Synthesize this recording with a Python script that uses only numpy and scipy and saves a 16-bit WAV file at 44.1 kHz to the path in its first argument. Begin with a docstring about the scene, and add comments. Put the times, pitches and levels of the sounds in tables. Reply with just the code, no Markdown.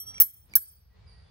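"""A small twist-grip bicycle bell is rung twice outdoors, close to a stereo microphone, over a still singing ding.
Each twist clicks a pawl and throws the hammer on the dome, twice in quick succession on the first twist.
The dome is a set of sine modes, choked quickly; crack, rattle, end stop and handlebar thud are shaped noise and rings.
The hand rubs the grip close by. Behind lie low rumble and soft hiss as noise, and a few far birds as gliding
or level sines smeared by echoes."""
import sys
import numpy as np
from scipy import signal
from scipy.fft import rfft, irfft
from scipy.io import wavfile

SR = 44100
rng = np.random.default_rng(int(sys.argv[2]) if len(sys.argv) > 2 else 0)


def to_wav(s):
    """Save 16-bit WAV."""
    ch = np.atleast_2d(s).T  # columns
    pcm = np.round(np.clip(ch, -1, 1) * 32767)  # PCM
    wavfile.write(sys.argv[1], SR, pcm.astype(np.int16))


N = 57330
T = np.arange(N) / SR   # s

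# Every colour table gives only the shape of a noise spectrum: the noise is then scaled to rms 1.
# Every likeness runs from -1 (left and right opposite) through 0 (unrelated) to 1 (the same).

# Pitches of the dome modes: pitch_hz
DOME_PITCHES = [1304, 3256, 5662, 7886, 8503, 11795, 12395, 15545, 15720]
# The dome modes, same order: struck_db (before blow level), choked_t60_s (before ring length factor),
# earlier_db (before swell), free_t60_s, after_ring_db, left_minus_right_db, left_lead_rad, twin_share (0-1)
DOME_MODES = [(-40.5, 0.046, -68.5, 2.0, -78.5, 8, 1.57, 0), (-51.5, 0.25, -59.5, 2.7, -64, -0.5, -2, 0.8),
              (-30, .075, -43, 1.4, -60, -3.5, 1.92, 0.6), (-40.5, 0.2, -61.5, .2, -80, -11, -3.5, .3),
              (-21, .11, -39.5, 0.41, -39, 0, 3.0, 0.9), (-11, 0.092, -33, 0.18, -39, 0, -1.0, .2),
              (-37, .06, -63, 0.24, -72.5, 4, -0.5, .3), (-11, 0.058, -53.5, 0.14, -56, -0.5, 0.62, .2),
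              (-24.5, 0.078, -57, .22, -58, -2.5, -0.2, .3)]
# Swell of the earlier ding: time_s, level_db
EARLIER_SWELL = [(0, -2), (.05, -5.5), (.07, 3.5), (.19, 4)]
# Hammer blows: start_s, level_db, ring_length_factor, strength_db (of crack, rattle and thud),
# rattle_t60_s, low_modes_db (change)
BLOWS = [(0.2006, 0.5, 0.57, -1.5, 0.11, -1.5), (0.2147, -1.5, 0.93, -6.5, 0.039, -7.5),
         (0.5538, 0, .64, -2, .075, -11.5)]
BLOW_ATTACK_S, CONTACT_S = 0.00013, 0.003
HOLD_S = 0.0056   # the chattering hammer keeps full swing this long, divided by the ring length factor
CHOKE_DB, CHOKE_S = 2.5, 0.004   # then it settles and takes this much away
BUZZ_HZ, BUZZ_SPREAD = 110, 0.25   # the touching hammer roughens the choked ring
LOW_MODES_HZ = 4000   # the low modes lie below this
TWIN_GAP_HZ, BEAT_CREST_S = 13.5, 0.018   # split modes make the free ring beat
# A faint unsteady ring outlasts the choke; its t60 is given at the reference pitch
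AFTER_REF_T60_S, AFTER_REF_HZ = 0.5, 8500
AFTER_SHORTENS = 0.8   # power of the frequency: higher modes lose it sooner
AFTER_WAVER_HZ, AFTER_WAVER_SPREAD = 25, 0.6

# Close left-right likeness: pitch_hz, likeness
CLOSE_LIKENESS = [(60, 1), (400, 0.71), (1300, 0.5), (2800, -1.1), (5000, 0.85), (7000, .4), (8500, -0.88),
                  (10500, 0.94), (13500, -.3), (15500, .7)]
# Far left-right likeness: pitch_hz, likeness
FAR_LIKENESS = [(60, .93), (150, .8), (400, -0.41), (1000, 0.25), (4000, 0.16), (12000, 0)]

# Far falling chirps: start_s, level_db (before doubling and echoes)
CHIRPS = [(-.04, -57.5), (0.492, -61.5), (1.052, -62)]
CHIRP_HZ, CHIRP_END_HZ, CHIRP_S = 5004, 4427, 0.045
CHIRP_OCTAVE_DB, CHIRP_PAN_DB = -10.5, -4.5
BIRD_ECHO_T60_S, WHISTLE_ECHO_DB = 0.98, -2.5
# Faint far whistles: start_s, length_s, pitch_hz, level_db
WHISTLES = [(.89, 0.12, 1931, -74), (0.973, 0.2, 2294, -76), (1.108, 0.13, 1910, -71),
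            (1.22, 0.11, 3450, -73.5)]

# Hand rubbing the grip close by: time_s, level_db
RUB_LEVEL = [(0, -79.5), (.08, -61.5), (.19, -64.5), (.3, -79), (.37, -82), (.47, -73.5), (.535, -59),
             (.6, -97.5), (1.3, -100)]
# Colour of the rubbing: pitch_hz, db_per_hz
RUB_COLOUR = [(50, -15.5), (130, 3.5), (260, 0), (420, -16), (750, -13.5), (1500, -25), (4000, -24.5),
              (16000, -50.5)]

# Low outdoor rumble: time_s, level_db
RUMBLE_LEVEL = [(0, -59), (.12, -53.5), (.25, -69), (.31, -66.5), (.39, -61.5), (.55, -61.5), (.68, -67),
                (.8, -60), (.94, -58.5), (1.05, -53), (1.18, -55.5), (1.3, -55)]
# Colour of the rumble: pitch_hz, db_per_hz
RUMBLE_COLOUR = [(20, -34), (36, -21.5), (52, -2.5), (72, -1), (105, -5.5), (150, -21), (250, -32),
                 (600, -61), (2000, -87)]
# Outdoor hiss: time_s, level_db
AIR_LEVEL = [(0, -70.5), (.1, -63.5), (.19, -59), (.29, -77.5), (.32, -103), (.345, -74.5), (.44, -76),
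             (.52, -64), (.63, -75.5), (.88, -74), (.93, -71.5), (.965, -64.5), (1.12, -63.5), (1.3, -64.5)]
# Colour of the hiss: pitch_hz, db_per_hz
AIR_COLOUR = [(60, -3), (180, 11), (270, -13.5), (430, 5), (580, -2), (850, -3), (2200, -9), (3300, -11.5),
              (4600, -9.5), (6500, -24), (9000, -28), (12000, -35.5), (16000, -54.5)]

# Pawl clicks as the grip turns: start_s, level_db
PAWL_CLICKS = [(.1435, -44), (0.1807, -37.5), (.497, -60), (.5368, -36)]
# Colour of the clicks: pitch_hz, db_per_hz
PAWL_COLOUR = [(100, -9.5), (700, -13.5), (1750, -9.5), (2300, 12.5), (3200, -11), (5000, -7), (7700, -4.5),
               (10000, -9.5), (14000, -19.5), (16000, -37)]
PAWL_T60_S = 0.014
PAWL_RING_HZ, PAWL_RING_DB, PAWL_RING_T60_S = 2310, -7, 0.043   # level against the click

# Colour of the crack and rattle under each blow: pitch_hz, db_per_hz
RATTLE_COLOUR = [(30, -16), (80, 9), (220, 1), (450, -14), (800, -9.5), (1250, -2.5), (2600, 3),
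                 (4000, -5.5), (5500, 1), (7500, 2.5), (10000, 2), (14000, -2), (16000, -6)]
RATTLE_DB, RATTLE_RISE_S = -25, 0.0032   # level before each blow's strength
CRACK_DB, CRACK_T60_S = -12.5, 0.0034   # level before each blow's strength
# Housing modes rung by the rattle: pitch_hz, level_db (before scaling the sum), t60_s,
# left_minus_right_db, left_lead_rad
HOUSING_MODES = [(1090, -13, 0.014, -1.5, -3.2), (1364, -7, 0.075, 2, 2.3), (1924, -14, .02, 1.5, 3.9),
                 (3910, -0.5, .02, -0.5, 2.0), (5385, -2, 0.011, 0.5, 2.4), (5830, -9, .02, -6, .8),
                 (7900, 0, 0.054, -2.5, 4.1), (7200, -2, 0.04, 1, 3), (9580, -14, .03, -8, 5.2),
                 (9540, -2, .02, -3, 0.14), (15800, -11, 0.01, -7.5, 1.3)]
TAPS_PER_S, TAP_SPREAD_DB = 700, 4.5
HOUSING_DB = -6.5   # against the broad rasp
STOP_S, STOP_DB, STOP_T60_S = 0.5675, -28, 0.025   # the grip knocks on its end stop
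# Colour of the end stop: pitch_hz, db_per_hz
STOP_COLOUR = [(100, -9.5), (900, -29.5), (1300, -11.5), (1580, 14), (2100, -40), (5000, -11),
               (16000, -9.5)]

THUD_DB, THUD_T60_S = -39, 0.055   # level before each blow's strength
# Colour of the handlebar thud: pitch_hz, db_per_hz
THUD_COLOUR = [(30, -20.5), (75, 2.5), (130, 2), (220, -2), (420, -10.5), (700, -7), (1050, -5),
               (1800, -18.5), (16000, -60)]

YARD_DB, YARD_T60_S, YARD_DELAY_S = -28.5, 0.56, 0.036   # level for the housing and pawl
DOME_YARD_DB = -35.5   # the dome's yard echo is fainter than that of the housing and pawl
CUTOFF_HZ = 16500


def from_db(db):
    """Decibels to gain."""
    return 10 ** (np.asarray(db) / 20)


def rms_one(x):
    """Scale to unit rms."""
    return x / np.sqrt(np.mean(x ** 2) + 1e-20)


def level(rows):
    """Gain over time from (time_s, level_db) points."""
    return from_db(np.interp(T, *np.transpose(rows)))


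def at_hz(points, hz):
    """Read a table on a log-frequency axis."""
    freqs, values = np.transpose(points)
    return np.interp(np.log(hz + 1), np.log(freqs), values)


def pan(db):
    """Left and right gains for a level difference."""
    return from_db(np.array([[db], [-db]]) / 2)


def fade(start, t60, attack):
    """Quick rise at start, then exponential decay by 60 dB per t60."""
    age = np.maximum(T - start, 0)
    return np.clip(age / attack, 0, 1) * from_db(-60 * age / t60)


def noise(colour, likeness):
    """Stereo noise with a given spectrum and left-right likeness; rms 1."""
    hz = np.arange(N // 2 + 1) * SR / N
    mid, side = rfft(rng.standard_normal((2, N))) * from_db(at_hz(colour, hz))
    alike = np.clip(at_hz(likeness, hz), -1, 1)
    shared = np.sqrt(1 + alike) * mid
    opposed = np.sqrt(1 - alike) * side * [[1], [-1]]
    return rms_one(irfft(shared + opposed, N))


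def waver(rate_hz):
    """Random wander around zero, spread 1, losing strength above the given rate."""
    hz = np.arange(N // 2 + 1) * SR / N
    spectrum = rfft(rng.standard_normal(N))
    return rms_one(irfft(spectrum / (1 + (hz / rate_hz) ** 2), N))


def echoes(x, t60, delay, channels):
    """Dense dying reflections, of unit energy per channel on average."""
    tail = rng.standard_normal((channels, N)) * fade(delay, t60, 0.01)
    tail /= np.sqrt(np.sum(tail ** 2) / channels)
    return signal.fftconvolve(x, tail, axes=1)[:, :N]


def partial(hz, start, pan_db, lead):
    """One steady mode as the two microphone ports hear it, differing in level and phase."""
    half_leads = np.array([[lead], [-lead]]) / 2
    return pan(pan_db) * np.sin(2 * np.pi * hz * (T - start) + half_leads)


def until(s):
    """A ring ends when the hammer touches the dome again."""
    return np.clip(1 - (T - s) / CONTACT_S, 0, 1)


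def earlier_ding():
    """The dome still rings freely, each mode beating with its twin, until the first blow."""
    ring = 0
    for hz, (_, _, db, t60, _, pan_db, lead, twin_share) in zip(DOME_PITCHES, DOME_MODES):
        mode = partial(hz, BEAT_CREST_S, pan_db, lead)
        twin = partial(hz - TWIN_GAP_HZ, BEAT_CREST_S, pan_db, lead)
        ring = ring + from_db(db) * fade(0, t60, 0.002) * (mode + twin_share * twin)
    first_blow_s = BLOWS[0][0]
    return ring * level(EARLIER_SWELL) * until(first_blow_s)


def chirps():
    """Far birds fall in pitch with an octave above; only the echoes of the chirps are heard."""
    calls = 0
    for s, db in CHIRPS:
        progress = np.clip((T - s) / CHIRP_S, 0, 1)
        pitch = CHIRP_HZ + (CHIRP_END_HZ - CHIRP_HZ) * progress
        phase = 2 * np.pi * np.cumsum(pitch) / SR
        swell = 2 * np.sqrt(progress * (1 - progress))   # rounded, 1 in the middle
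        tone = np.sin(phase) + from_db(CHIRP_OCTAVE_DB) * np.sin(2 * phase)
        calls = calls + from_db(db) * swell * 2 * tone
    return pan(CHIRP_PAN_DB) * echoes(calls[None], BIRD_ECHO_T60_S, 0, channels=2)


def hand():
    """Dull rubbing of the hand on the grip as it winds up, made of shaped noise."""
    return level(RUB_LEVEL) * noise(RUB_COLOUR, CLOSE_LIKENESS)


def outdoors():
    """Low rumble and soft hiss of the surroundings, two noises of changing level."""
    rumble = level(RUMBLE_LEVEL) * noise(RUMBLE_COLOUR, FAR_LIKENESS)
    hiss = level(AIR_LEVEL) * noise(AIR_COLOUR, FAR_LIKENESS)
    return rumble + hiss


def pawl():
    """Small noisy ticks with a short ring of the pawl's own as the grip turns."""
    ticks, rings = 0, 0
    for s, db in PAWL_CLICKS:
        ticks = ticks + from_db(db) * fade(s, PAWL_T60_S, 0.00033)
        ring = fade(s, PAWL_RING_T60_S, 0.002) * partial(PAWL_RING_HZ, s, 0, 0)
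        rings = rings + from_db(db + PAWL_RING_DB) * ring
    return ticks * noise(PAWL_COLOUR, CLOSE_LIKENESS) + rings


def dings():
    """Each blow restarts the modes; they hold, then the buzzing hammer chokes them to a faint after-ring."""
    out = 0
    ends = [row[0] for row in BLOWS[1:]] + [N / SR]
    unsteady = [(BUZZ_SPREAD * waver(BUZZ_HZ), AFTER_WAVER_SPREAD * waver(AFTER_WAVER_HZ))
                for _ in DOME_MODES]
    for (s, blow_db, length, _, _, low_db), end in zip(BLOWS, ends):
        settled = np.maximum(T - s - HOLD_S / length, 0)   # time since the hold ended
        sounding = np.clip((T - s) / BLOW_ATTACK_S, 0, 1) * until(end)
        swing_db = blow_db - CHOKE_DB * (1 - np.exp(-settled / CHOKE_S))
        touching = np.minimum(settled / CHOKE_S, 1)
        for hz, mode, (buzz, sway) in zip(DOME_PITCHES, DOME_MODES, unsteady):
            db, t60, _, _, after_db, pan_db, lead, _ = mode
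            choked = from_db(swing_db + db - 60 * settled / (t60 * length)) * (1 + buzz * touching)
            after_t60 = AFTER_REF_T60_S * (AFTER_REF_HZ / hz) ** AFTER_SHORTENS
            after = from_db(after_db) * fade(s, after_t60, 0.0065) * (1 + sway)
            low_gain = from_db(low_db * (hz < LOW_MODES_HZ))
            out = out + low_gain * sounding * (choked + after) * partial(hz, s, pan_db, lead)
    return out


def rattle():
    """Loose parts tap unevenly on the housing's modes, over a broad rasp."""
    struck = rng.random(N) < TAPS_PER_S / SR
    sign = rng.choice([-1, 1], N)
    strength = from_db(TAP_SPREAD_DB * np.clip(rng.standard_normal(N), -2, 2))
    taps = struck * sign * strength
    body = 0   # response of the housing to one tap
    for hz, db, t60, pan_db, lead in HOUSING_MODES:
        body = body + from_db(db - 60 * T / t60) * partial(hz, 0, pan_db, lead)
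    ringing = rms_one(signal.fftconvolve(taps[None], body, axes=1)[:, :N])
    return from_db(HOUSING_DB) * ringing + noise(RATTLE_COLOUR, CLOSE_LIKENESS)


def housing():
    """Each blow cracks and shakes the housing; later the grip knocks on its end stop."""
    shaken, cracks = 0, 0
    for s, _, _, db, t60, _ in BLOWS:
        shaken = shaken + from_db(RATTLE_DB + db) * fade(s, t60, RATTLE_RISE_S)
        cracks = cracks + from_db(CRACK_DB + db) * fade(s, CRACK_T60_S, 0.00024)
    stop = from_db(STOP_DB) * fade(STOP_S, STOP_T60_S, 0.001)
    crack_noise = cracks * noise(RATTLE_COLOUR, CLOSE_LIKENESS)
    stop_noise = stop * noise(STOP_COLOUR, CLOSE_LIKENESS)
    return shaken * rattle() + crack_noise + stop_noise


def thud():
    """The dull answer of the handlebar to each blow, a short burst of dark noise."""
    thuds = sum(from_db(THUD_DB + db) * fade(s, THUD_T60_S, 0.003) for s, _, _, db, _, _ in BLOWS)
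    return thuds * noise(THUD_COLOUR, CLOSE_LIKENESS)


def whistles():
    """Thin level whistles of far birds, direct and with their echoes."""
    calls = 0
    for s, length, hz, db in WHISTLES:
        swell = np.sin(np.pi * np.clip((T - s) / length, 0, 1))
        calls = calls + from_db(db) * swell * np.sin(2 * np.pi * hz * T)
    return calls + from_db(WHISTLE_ECHO_DB) * echoes(calls[None], BIRD_ECHO_T60_S, 0, channels=2)


def scene():
    """The close bell with its faint yard echo, over the background."""
    dome = earlier_ding() + dings()
    works = housing() + pawl()
    sent = from_db(DOME_YARD_DB) * dome + from_db(YARD_DB) * works
    yard = echoes(sent, YARD_T60_S, YARD_DELAY_S, channels=1)
    return dome + works + yard + hand() + chirps() + whistles() + outdoors() + thud()


def record(dry):
    """Peaks stop at full scale, then a steep low-pass cuts the top."""
    clipped = np.clip(dry, -1, 1)
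    low_pass = signal.cheby1(12, 0.1, CUTOFF_HZ, fs=SR, output="sos")
    return signal.sosfilt(low_pass, clipped)


dry = scene()
out = record(dry)
to_wav(out)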